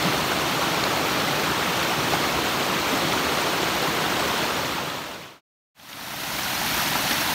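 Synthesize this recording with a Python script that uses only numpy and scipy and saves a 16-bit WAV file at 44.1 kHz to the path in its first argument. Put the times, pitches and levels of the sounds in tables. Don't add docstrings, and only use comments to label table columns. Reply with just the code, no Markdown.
import sys
import numpy as np
from scipy import signal
from scipy.fft import rfft, irfft, next_fast_len
from scipy.io import wavfile
from scipy.ndimage import uniform_filter1d

SR = 44100
rng = np.random.default_rng(int(sys.argv[2]) if len(sys.argv) > 2 else 0)


def dump(signal):
    limited = np.clip(np.atleast_2d(signal).T, -1, 1)
    pcm = np.round(limited * 32767).astype(np.int16)
    wavfile.write(sys.argv[1], SR, pcm)


def nominal_scale(level):
    x = np.asarray(level, float) / 20
    return 10 ** x


N = 323682

# (frequency [Hz], relative level per Hz [dB])
RAPIDS_COLOUR = [(25, -34.5), (69, -4.5), (105, -7), (148, 1), (215, -2.5), (320, 1), (445, -2.5),
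                 (620, -1.5), (1350, -2.5), (1650, -6), (3200, -7.5), (6050, -15.5), (10400, -24.5),
                 (15500, -21.5)]
# (frequency [Hz], relative level per Hz [dB])
CASCADE_COLOUR = [(25, -21), (53, -4), (115, -2.5), (145, 0.5), (300, 0), (400, -7.5), (480, -9), (614, -1),
                  (919, 0), (1200, -2.5), (1450, -1), (4380, -6), (6000, -9), (7700, -14.5), (15500, -12.5)]
# (frequency [Hz], level [dB])
NEAR_BALANCE = [(100, -9), (400, -5), (1200, -4.5), (3000, -6.5), (6000, -5.5), (14000, -5)]
# (frequency [Hz], width [Hz], gain [dB])
MIC_RIPPLES = [(4340, 660, 1), (4900, 270, -2.5), (7600, 390, -2), (10330, 730, -3), (11500, 670, 1)]
# (time [s], gain [0-1])
FADE_OUT_POINTS = [(4.4, 1), (5.41, 0)]
# (time [s], gain [0-1])
FADE_IN_POINTS = [(5.745, 0), (6.75, 0.97)]
# (time [s], peak [dB], pitch [Hz])
CLEAR_DROPS = [(.2076, -23, 2570), (.8385, -18, 4020), (1.828, -23, 2620), (3.1226, -18, 3400),
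               (3.130, -23, 5700), (3.8248, -24, 3500), (5.9299, -15, 3040), (6.433, -20, 5330),
               (6.679, -21, 3600), (6.8595, -21, 3620), (6.9313, -21, 3500), (7.1097, -18, 2960),
               (7.1813, -23, 3630), (7.3008, -24, 2830)]
# (time [s], peak [dB], starting pitch [Hz])
CLEAR_GULPS = [(0.049, -20.5, 168.4), (0.319, -17.5, 1340), (1.331, -19, 1170), (2.135, -19, 720),
               (2.925, -21.5, 242), (3.256, -21, 1020), (3.532, -20.5, 606), (3.871, -19, 1170),
               (4.123, -20.5, 1150), (4.195, -22, 590), (6.613, -24.5, 695), (6.803, -18, 1150),
               (6.954, -20, 1250), (7.187, -22, 1360), (7.29, -21, 780)]
# (time [s], lift [dB], time from the top to 1/e of the lift [s])
LEVEL_LIFTS = [(0.052, 0.5, .06), (.62, 0.5, 0.053), (2.135, 1.5, 0.019), (2.929, 1, .07), (4.24, 0, 0.094),
               (6.613, 0.5, .02), (6.805, 0.5, 0.016), (6.968, 0, .025), (7.11, 1.5, .015),
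               (7.19, 1, 0.018), (7.301, 0, 0.015)]

RAPIDS_DB, CASCADE_DB = -23.5, -23.5
RAPIDS_DROPS_PER_S, CASCADE_DROPS_PER_S = 1.5, 6
LESSER_DROP_DB, LESSER_SPREAD_DB = -25, 1
LESSER_DROP_HZ = 3300
TREBLE_EDGE_HZ = 15725


def evened(x):
    return x / np.sqrt(np.mean(x ** 2) + 1e-20)


def read_curve(points, hz):
    f, value = np.transpose(points)
    return np.interp(np.log(hz + 1), np.log(f + 1), value)


def coloured(x, gain):
    size = next_fast_len(len(x))
    hz = np.fft.rfftfreq(size, 1 / SR)
    return irfft(rfft(x, size) * gain(hz), size)[:len(x)]


def wander(smooth_s):
    size = max(int(smooth_s * SR), 2)
    once = uniform_filter1d(rng.standard_normal(N), size)
    return evened(uniform_filter1d(once, size))


def far_roar(patchy_db):
    frames = N // 128 + 5
    real, imag, patches = rng.standard_normal((frames, 257, 3)).T
    patches = uniform_filter1d(patches, size=3, axis=0)
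    patches = evened(uniform_filter1d(patches, size=10, axis=1))
    spectrum = (real + 1j * imag) * nominal_scale(patchy_db * patches)
    return evened(signal.istft(spectrum, nperseg=512, noverlap=384)[1][:N])


def bubble(hz, cycles, climb):
    u = np.arange(int(3 * cycles * SR / hz) + 4) * hz / SR / cycles
    turns = cycles * (u + climb * u ** 2 / 2)
    onset = (1 - np.exp(-8 * u)) ** 2
    return np.sin(2 * np.pi * turns) * np.exp(-2.3 * u) * onset


def near_bubbles(per_s, spread_db, cycles, climb, clump_db):
    clumps = nominal_scale(clump_db * wander(0.0056))
    out = np.zeros(N)
    for hz in np.geomspace(120, 14000, 70):
        wait, loud, sign = rng.random((3000, 3)).T
        rate = per_s * (hz / 1000) ** .45
        born = np.cumsum(-np.log(wait + 1e-12)) / rate * SR
        strength = np.sign(sign - .5) * nominal_scale(-spread_db * np.log(loud + 0.0048))
        inside = born < N
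        births = np.bincount(born[inside].astype(int), strength[inside], N)
        ring = bubble(hz, cycles * (hz / 1000) ** 0.5, climb)
        ring = ring / np.linalg.norm(ring)
        out += signal.oaconvolve(births, ring)[:N] * np.sqrt(hz / rate)
    return evened(out * clumps)


def rush(colour, level_db, far, near, swell_db):
    mix = coloured(near, lambda hz: nominal_scale(read_curve(NEAR_BALANCE, hz))) + far

    def colour_gain(hz):
        both = np.sqrt(1 + nominal_scale(2 * read_curve(NEAR_BALANCE, hz)))
        return nominal_scale(read_curve(colour, hz)) / both

    mix = coloured(mix, colour_gain)
    return nominal_scale(level_db + swell_db * wander(0.21)) * evened(mix)


def level_lifts(t):
    return nominal_scale(sum(db * np.exp(-((t - s) / length) ** 2) for s, db, length in LEVEL_LIFTS))


def sprays(rows, cycles, climb, scatter_s, spread, crowd_db, count):
    out = np.zeros(N)
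    for s, peak_db, hz in rows:
        for k, (late, size) in enumerate(rng.uniform(-1, 1, (count, 2))):
            other = k > 0
            ring = bubble(hz * np.exp(spread * size * other), cycles, climb)
            ring = nominal_scale(peak_db + crowd_db * other) * ring / abs(ring).max()
            start = round((s + scatter_s * abs(late) * other) * SR)
            part = out[start:][:len(ring)]
            part += ring[:len(part)]
    return out


def lesser_drops(start_s, end_s, per_s):
    when, loud, pitch = rng.random((round((end_s - start_s) * per_s), 3)).T
    times = start_s + (end_s - start_s) * when
    peaks = LESSER_DROP_DB + LESSER_SPREAD_DB * (2 * loud - 1)
    return zip(times, peaks, LESSER_DROP_HZ * np.exp(.25 * (2 * pitch - 1)))


def drops(cut_s):
    rows = [*CLEAR_DROPS, *lesser_drops(0, cut_s, RAPIDS_DROPS_PER_S),
            *lesser_drops(cut_s, N / SR, CASCADE_DROPS_PER_S)]
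    return sprays(rows, cycles=7.5, climb=0.082, scatter_s=.003, spread=.6, crowd_db=-6.5, count=7)


def gulps():
    return sprays(CLEAR_GULPS, cycles=7.6, climb=0.23, scatter_s=.012, spread=0.4, crowd_db=-8.0, count=3)


def scene():
    t = np.arange(N) / SR
    cut_s = FADE_IN_POINTS[0][0]
    bubbles = near_bubbles(per_s=40, spread_db=1.93, cycles=10.2, climb=.1, clump_db=1.14)
    rapids = rush(RAPIDS_COLOUR, RAPIDS_DB, far_roar(1.03), bubbles, swell_db=0.13)
    bubbles = near_bubbles(per_s=40, spread_db=2.45, cycles=9.9, climb=.1, clump_db=2.3)
    cascade = rush(CASCADE_COLOUR, CASCADE_DB, far_roar(0.87), bubbles, swell_db=0.18)
    standouts = drops(cut_s) + gulps()
    mix = (rapids + standouts) * np.interp(t, *np.transpose(FADE_OUT_POINTS))
    mix = mix + (cascade + standouts) * np.interp(t, *np.transpose(FADE_IN_POINTS))
    mix = mix * level_lifts(t)
    return np.array([mix, mix])


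def band_limit(x):
    return signal.sosfilt(signal.butter(12, 15830, fs=SR, output="sos"), x)


def record(dry):
    def finish_gain(hz):
        ripples = nominal_scale(sum(db * np.exp(-((hz - f) / width) ** 2) for f, width, db in MIC_RIPPLES))
        top_cut = np.clip((TREBLE_EDGE_HZ - hz) / 20, 0, 1)
        return ripples * top_cut

    mono = coloured(dry[0], finish_gain)
    fader_open = uniform_filter1d(abs(dry[0]), size=200) > 1e-9
    mono = mono * fader_open
    return band_limit(np.array([mono, mono]))


dry = scene()
out = record(dry)
dump(out)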